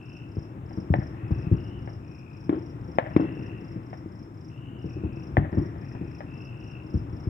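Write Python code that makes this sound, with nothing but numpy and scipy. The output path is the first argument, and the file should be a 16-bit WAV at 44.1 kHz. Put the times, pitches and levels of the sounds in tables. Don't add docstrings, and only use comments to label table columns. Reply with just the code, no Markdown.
import sys
import numpy as np
from scipy import signal
from scipy.fft import rfft, irfft, next_fast_len
from scipy.io import wavfile
from scipy.ndimage import uniform_filter1d

SR = 44100
rng = np.random.default_rng(int(sys.argv[2]) if len(sys.argv) > 2 else 0)


def digitize_waveform(pressure):
    field = np.atleast_2d(pressure).T
    bounded = np.clip(field, -1, 1)
    quanta = np.round(bounded * 32767).astype(np.int16)
    wavfile.write(sys.argv[1], SR, quanta)


N = 321489


def gain_of(db):
    return 10 ** (np.asarray(db) / 20)


def unit_rms(x):
    return x / np.sqrt(np.mean(x ** 2) + 1e-20)


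def read(points, hz):
    f, value = np.transpose(points)
    return np.interp(np.log(hz + 1), np.log(f + 1), value)


def add(mix, s, sound):
    part = mix[..., max(round(s * SR), 0):][..., :sound.shape[-1]]
    part += sound[..., :part.shape[-1]]


def coloured(x, points):
    hz = np.fft.rfftfreq(x.shape[-1], 1 / SR)
    return irfft(rfft(x) * gain_of(read(points, hz)), x.shape[-1])


def butter(x, order, hz, kind="low"):
    return signal.sosfilt(signal.butter(order, hz, kind, fs=SR, output="sos"), x)


def echoes(t60, rise_s, lumps_db=1.5, size=8192):
    t = np.arange(size) / SR
    lumps = np.interp(t, np.linspace(0, t[-1], size // 256), rng.standard_normal(size // 256))
    swell = 1 - np.exp(-t / rise_s)
    taps = rng.standard_normal(size) * swell * gain_of(lumps_db * lumps - 60 * t / t60)
    return taps / np.linalg.norm(taps)


def among_plants(x, wet_db, t60, size=16384):
    pair = np.broadcast_to(x, (2, N))
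    wet = [signal.oaconvolve(side, echoes(t60, rise_s=.0018, size=size))[:N] for side in pair]
    return pair + gain_of(wet_db) * np.array(wet)


# (frequency [Hz], relative level [dB])
RUMBLE_SPECTRUM = [(20, -50.5), (45, -15), (75, -8), (120, 1.5), (165, -6.5), (220, -11.5), (315, -8),
                   (420, -20), (600, -24), (900, -24), (1300, -27.5), (1900, -36), (2700, -39), (3300, -46),
                   (3700, -50.5), (4600, -65.5)]
# (time [s], level [dB])
RUMBLE_LEVELS = [(0.0, -42), (1.44, -35), (2.21, -42), (3.17, -35.5), (4.32, -42), (5.62, -35.5),
                 (5.72, -37.5), (6.78, -39), (7.29, -36.5)]
def rumble(pops_per_s=25, thuds_db=-9, trim_db=-.41):
    size = next_fast_len(N)
    wash = rng.standard_normal((2, size))
    onsets = rng.random(size) < pops_per_s / SR
    pops = onsets * gain_of(2.5 * np.minimum(rng.exponential(1, size), 3))
    thuds = butter(unit_rms(pops), order=2, hz=380)
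    sound = unit_rms(coloured(wash + gain_of(thuds_db) * thuds, RUMBLE_SPECTRUM))[:, :N]
    return sound * gain_of(np.interp(np.arange(N) / SR, *np.transpose(RUMBLE_LEVELS)) + trim_db)


# (frequency [Hz], relative level [dB])
HISS_SPECTRUM = [(1000, -7.5), (4500, 1.5), (6200, 3.5), (7500, 4), (8800, 1), (9600, -7), (12000, -2),
                 (15500, -9)]
def still_air():
    noise = rng.standard_normal((2, next_fast_len(N)))
    return unit_rms(coloured(noise, HISS_SPECTRUM))[:, :N] * gain_of([[-77.5], [-79.5]])


def trill(length_s, pitch_hz, pips_per_s, sag_hz, glide=.16, rise_s=.0937, low_hz=1480, fade_s=.016):
    t = np.arange(0, length_s, 1 / SR)
    drift, force = unit_rms(uniform_filter1d(rng.standard_normal((2, SR)), size=1200))[:, :len(t)]
    cycle = (t * pips_per_s + .05 * drift) % 1
    slack = np.exp(-t / rise_s)
    hz = pitch_hz * (1 + glide * (cycle - .5)) - sag_hz * slack
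    grit = np.dot([1, 1j], rng.standard_normal((2, SR)))
    rasp = butter(grit, order=4, hz=225)[:len(t)]
    phase = 2j * np.pi * np.cumsum(hz) / SR
    partials = np.exp(phase) + gain_of(-13) * np.exp(phase * low_hz / pitch_hz)
    voice = ((1 + gain_of(-2.5) * rasp / np.std(rasp)) * partials).real
    pips = np.sin(np.pi * cycle).clip(0) ** 4 * voice * gain_of(.5 * force)
    return unit_rms(pips * gain_of(-4 * slack) * signal.windows.tukey(len(t), 2 * fade_s / length_s))


FROG_VOICES = {"near": (2685, 58, -60.3, 2.8, 50), "middle": (2587, 60, -65, 6, 24.5),
               "high": (2875, 63, -64.2, 1.5, 230), "left": (2520, 60, -67.6, 9.5, 30)}
# (start [s], end [s], frog [name])
FROG_TRILLS = [(-.2, .25, "near"), (1.14, 1.503, "middle"), (1.5, 1.81, "high"), (1.99, 2.404, "left"),
               (3.11, 3.6, "near"), (4.49, 4.837, "high"), (4.85, 5.24, "middle"), (5.79, 6.186, "left"),
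               (6.26, 6.82, "near")]
def frogs():
    calls = np.zeros((2, N))
    for start, end, frog in FROG_TRILLS:
        pitch_hz, pips_per_s, db, pan_db, sag_hz = FROG_VOICES[frog]
        call = trill(end - start, pitch_hz, pips_per_s, sag_hz)[max(round(-start * SR), 0):]
        add(calls, start, gain_of(db + np.array([[pan_db], [-pan_db]]) / 2) * call)
    near = among_plants(calls, wet_db=-1.2, t60=.12)
    far = among_plants(calls, wet_db=-1.8, t60=1.4, size=24576) - calls
    return near + far


# (first chirp [s], last chirp [s], level [dB])
CRICKET_BOUTS = [(.062, .322, -55), (.698, .964, -53.5), (1.317, 4.379, -56), (4.828, 4.828, -55),
                 (5.165, 5.165, -54), (5.555, 7.134, -54.7)]
def chirps(period_s=.258):
    for first, last, db in CRICKET_BOUTS:
        for s in np.linspace(first, last, round((last - first) / period_s) + 1):
            yield s, db


# (place [stroke periods], level [dB], share of the full sweep [ratio])
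WING_STROKES = [(-0.83, -9.3, 0.75), (0, -4.5, 1), (1, -2, 0.94), (2, -0.5, 1), (3, -0.5, 1),
                (3.5, -13.5, 0.72)]
# (frequency [Hz], gain [dB])
WING_RESONANCES = [(4000, -33), (4600, -13), (4950, 2), (5330, 0), (5720, -3.5), (6200, -4), (7000, -24.5),
                   (9300, -21.5), (10200, 2), (11500, 1), (13000, -24.5)]
def cricket(start_hz=5720, end_hz=4880, stroke_s=.019, stroke_period_s=.0366, overtone_db=-28):
    song = np.zeros(N)
    for s, db in chirps():
        for place, stroke_db, sweep in WING_STROKES:
            progress = np.linspace(0, 1, round(stroke_s * sweep * SR))
            wobble = unit_rms(uniform_filter1d(rng.standard_normal((2, 2048)), size=40))
            waver, grip = wobble[:, :len(progress)]
            detune, force = rng.standard_normal(2)
            falling_hz = end_hz + (start_hz - end_hz) * sweep * (1 - progress)
            phase = 2 * np.pi * np.cumsum(falling_hz * (1 + .022 * waver + .006 * detune)) / SR
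            swell = np.sin(np.pi * progress ** .62).clip(0) ** 1.66
            swell *= 1 + grip / 10
            tone = np.sin(phase) + gain_of(overtone_db) * np.sin(2 * phase)
            stroke = gain_of(db + stroke_db + .6 * force) * swell * tone
            add(song, s + place * stroke_period_s - .009, stroke)
    return among_plants(coloured(song, WING_RESONANCES), wet_db=-2, t60=.43) * gain_of([[-2.8], [1.3]])


def pulse(gain, smear_hz):
    log_gain = np.log(np.maximum(gain / gain.max(), 1e-5))
    minimum_phase = -signal.hilbert(np.r_[log_gain, log_gain[-2:0:-1]]).imag[:len(gain)]
    hz = np.linspace(0, SR / 2, len(gain))
    return irfft(gain * np.exp(1j * (minimum_phase - 2 * np.arctan(hz / smear_hz))))


def through_air(hz, cutoff_hz):
    return 1 / np.hypot(1, (hz / cutoff_hz) ** 2)


def blurred(wave, above_hz, t60):
    size = len(wave)
    low, high = butter(wave, 3, above_hz), butter(wave, 3, above_hz, "high")
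    spray = signal.fftconvolve(high, echoes(t60, rise_s=.0008, lumps_db=4.5, size=size))[:size]
    return (low + spray) * np.hanning(2 * size)[size:]


def scattered(wave, t60, rise_s):
    pair = np.array([signal.fftconvolve(wave, echoes(t60, rise_s)) for _ in range(2)])
    return pair * np.linalg.norm(wave) / np.linalg.norm(pair, axis=1, keepdims=True)


def at_level(wave, db):
    return gain_of(db) * np.sqrt(SR / 100) * wave / np.linalg.norm(wave)


# (frequency [Hz], gain [dB])
GROUND_PATH = [(20, -32.5), (45, -8.5), (75, 3), (125, 2.5), (175, 1), (230, -6.5), (320, 2.5), (410, -7.5),
               (520, -11), (750, -15), (1100, -13.5), (2200, -18.5), (3200, -19), (4400, -35),
               (7000, -56.5)]
def boom(s, db, blast_hz, treble_db, air_hz, scatter_db, ring_db=0, size=4096):
    hz = np.fft.rfftfreq(size, 1 / SR)
    blast = hz * blast_hz / (hz ** 2 + blast_hz ** 2)
    ring = ring_db * np.exp(-((hz - blast_hz) / (.35 * blast_hz)) ** 2)
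    shelf = treble_db * hz ** 2 / (hz ** 2 + 600 ** 2)
    path = gain_of(read(GROUND_PATH, hz) + ring + shelf)
    front = pulse(blast ** 2 * path * through_air(hz, air_hz), smear_hz=blast_hz * 1.3)
    direct = blurred(front, above_hz=950, t60=.03)
    sent = pulse(blast ** 1.6 * path, smear_hz=blast_hz)
    scatter = scattered(at_level(sent, db + scatter_db), t60=.23, rise_s=.0012)
    return s, at_level(direct, db + .37), scatter, at_level(sent, db + .54)


# (time [s], level [dB], blast pitch [Hz], treble [dB], scatter [dB], after-thump [dB])
FAR_SHELLS = [(.368, -27, 170, 8, -4, 0), (.773, -28, 151, 0.5, 4.5, -12),
              (.902, -15, 117.4, -5.5, -2, -28), (.944, -24, 115, -6.5, 4, -18),
              (.985, -24.5, 69, -1, -2.5, -17), (1.307, -27.5, 180, 6.5, 0.5, 9.5),
              (1.467, -26, 110, -3.5, .5, -19.5), (1.513, -19, 158, -6.5, -1, 4.5),
              (3.759, -34, 276, -13.5, 2.5, -16), (4.058, -33, 292, -14.5, -14, -20),
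              (4.842, -31, 220, -9.5, 3.5, -15), (4.965, -31.5, 298, -10.5, -0.5, -16),
              (5.035, -28, 166, -0.5, 2.5, 2.5), (5.17, -32.5, 153, 1, -5.5, -15),
              (5.317, -28, 90.2, -20.5, -0.5, -11.5), (5.375, -13.5, 118.4, -10, -3, -28.5),
              (5.526, -29.5, 181, .5, 3.5, -14.5), (5.572, -16.5, 145, -1.5, 0.5, -10),
              (6.011, -28.5, 231, -10, 1, -17), (6.941, -23, 125, 7, -5, 4.5),
              (7.128, -31, 112, -3.5, 0.5, -17), (7.27, -21, 85, -6, -7, -15.5)]
def shells(thump_lag_s=.00795):
    for s, db, blast_hz, treble_db, scatter_db, thump_db in FAR_SHELLS:
        air_hz = 740 * 2 ** (treble_db / 15)
        yield boom(s, db, blast_hz, treble_db, air_hz, scatter_db)
        yield boom(s + thump_lag_s, db + thump_db, .46 * blast_hz,
                   treble_db=-3, air_hz=516, scatter_db=-5.5)


def faint_shells(count=10, spread_db=2, spread_octaves=.33):
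    for k, (when, faintness, pitch) in enumerate(rng.uniform(-1, 1, (count, 3))):
        s = (k + (when + 1) / 2) * N / SR / count
        db = np.interp(s, *np.transpose(RUMBLE_LEVELS)) - 1.5 - spread_db * faintness
        blast_hz = 200 * 2 ** (spread_octaves * pitch)
        yield boom(s, db, blast_hz, treble_db=-7.5, air_hz=700, scatter_db=4)


# (frequency [Hz], relative level [dB])
REPORT_SPECTRUM = [(40, -34), (150, -7.5), (300, -7), (420, -8), (580, 5), (760, 5.5), (1000, -1.5),
                   (1380, -7), (1800, -1), (2350, -12.5), (2900, -17), (3800, -23.5), (4800, -34.5),
                   (13000, -61.5)]
def crack(s, db, scatter_db, snap_db, air_hz=1850, bounce_ms=.34, size=4096):
    hz = np.fft.rfftfreq(size, 1 / SR)
    report = gain_of(read(REPORT_SPECTRUM, hz))
    bounce = abs(1 + .5 * np.exp(-2j * np.pi * hz * bounce_ms / 1000))
    snap = gain_of(snap_db * np.exp(-((hz - 1830) / 300) ** 2))
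    front = pulse(report * bounce * snap * through_air(hz, air_hz), smear_hz=600)
    direct = blurred(front, above_hz=3300, t60=.012)
    sent = pulse(report * snap ** .33 * through_air(hz, max(air_hz, 2300)), smear_hz=600)
    scatter = scattered(at_level(sent, db + scatter_db), t60=.13, rise_s=.0011)
    return s, at_level(direct, db), scatter, at_level(sent, db - 5.5)


# (time [s], level [dB], snap near 1.8 kHz [dB])
FIRECRACKERS = [(.708, -47, -3.5), (.9393, -20.5, 6.5), (1.875, -40, 0.5), (2.9853, -15, -2),
                (3.930, -39.5, -2.5), (5.3693, -18, 8.5), (5.529, -40.5, 6), (5.760, -50, -4),
                (5.950, -47, -5), (6.206, -37.5, 5.5)]
# (delay [s], relative level [dB], snap [dB])
HOUSE_FRONTS = [(.055, -23.5, -11), (0.0774, -25, 10)]
def firecrackers(near_db=-14):
    for s, db, snap_db in FIRECRACKERS:
        yield crack(s, db, scatter_db=-10 + .3181 * (near_db - db), snap_db=snap_db)
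        for delay, wall_db, wall_snap_db in HOUSE_FRONTS:
            yield crack(s + delay, db + wall_db, scatter_db=-6.5, snap_db=wall_snap_db)


# (time [s], level [dB], blast pitch [Hz], scatter [dB], crack [dB], echo [dB])
MORTAR_SHOTS = [(2.4929, -18, 300, -4, -16.5, -6), (3.163, -10.7, 278, -16, -15, -8.5)]
# (delay [s], relative level [dB], air cut-off [Hz])
MORTAR_SLAPS = [(0.0336, 0.5, 1500), (.049, -5.5, 790)]
def mortars(tube_db=4.5, crack_lag_s=.00158):
    for s, db, blast_hz, scatter_db, crack_db, echo_db in MORTAR_SHOTS:
        yield boom(s, db, blast_hz, treble_db=0, air_hz=3000, scatter_db=scatter_db, ring_db=tube_db)
        yield crack(s + crack_lag_s, db + crack_db, scatter_db=-7, snap_db=-4,
                    air_hz=3900, bounce_ms=.855)
        for delay, wall_db, air_hz in MORTAR_SLAPS:
            yield boom(s + delay, db + echo_db + wall_db, blast_hz,
                       treble_db=7, air_hz=air_hz, scatter_db=-2.5, ring_db=tube_db)


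# (frequency [Hz], time to fall 60 dB [s])
LAND_DECAY = [(60, 5), (300, 2.5), (800, 1), (2000, 3.5), (4000, 0), (8000, 1)]
# (frequency [Hz], gain [dB])
LAND_COLOUR = [(50, -7), (120, -3.5), (220, -1.5), (320, 2), (600, 5), (1200, -4.5), (2200, 4.5),
               (5000, 10.5)]
def roll(sent):
    taps = np.array([echoes(t60=130, rise_s=.014, lumps_db=5.5, size=65536) for _ in range(2)])
    hz, t, bands = signal.stft(taps, SR, nperseg=256)
    fade = gain_of(read(LAND_COLOUR, hz)[:, None] - 60 * t / read(LAND_DECAY, hz)[:, None])
    tail = signal.istft(bands * fade, SR, nperseg=256)[1]
    return signal.fftconvolve(sent[None], tail, axes=1)[:, :N]


# (frequency [Hz], likeness [0-1])
MIC_LIKENESS = [(60, 0.99), (300, 1), (1000, 0.55), (2000, 0.37), (4000, .4), (8000, .1)]
def at_microphones(pair):
    size = next_fast_len(N)
    first, second = rfft(pair, size)
    likeness = np.clip(read(MIC_LIKENESS, np.fft.rfftfreq(size, 1 / SR)), 0, 1)
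    right = likeness * first + np.sqrt(1 - likeness ** 2) * second
    return irfft(np.array([first, right]), size)[:, :N]


# (frequency [Hz], delay [ms])
RIGHT_MIC_LAG = [(60, .45), (160, .42), (320, .26), (600, .42), (1400, .44), (2200, .49)]
# (frequency [Hz], gain [dB])
RIGHT_MIC_SHADE = [(60, -2), (200, -4.5), (380, -2.5), (700, -4.5), (1300, -7), (2300, -3.5), (3500, -10),
                   (5000, -2.5)]
def fireworks():
    direct, scatter, sent = np.zeros(N), np.zeros((2, N)), np.zeros(N)
    for s, *waves in [*shells(), *mortars(), *firecrackers(), *faint_shells()]:
        for mix, wave in zip((direct, scatter, sent), waves):
            add(mix, s, wave)
    left, right = direct + at_microphones(scatter + gain_of(-1.5) * roll(sent) + rumble())
    size = next_fast_len(N + SR // 10)
    hz = np.fft.rfftfreq(size, 1 / SR)
    shade = gain_of(read(RIGHT_MIC_SHADE, hz))
    lag = np.exp(-2j * np.pi * hz * read(RIGHT_MIC_LAG, hz) / 1000)
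    right = irfft(rfft(right, size) * shade * lag, size)[:N]
    return gain_of(1.56) * np.array([left, right])


def scene():
    return still_air() + fireworks() + cricket() + frogs()


def record(dry):
    limited = np.clip(dry, -1, 1) * signal.windows.tukey(N, .0005)
    lowpass = signal.firwin(511, cutoff=15750, window=("kaiser", 9), fs=SR)
    return signal.oaconvolve(limited, lowpass[None], "same")


dry = scene()
out = record(dry)
digitize_waveform(out)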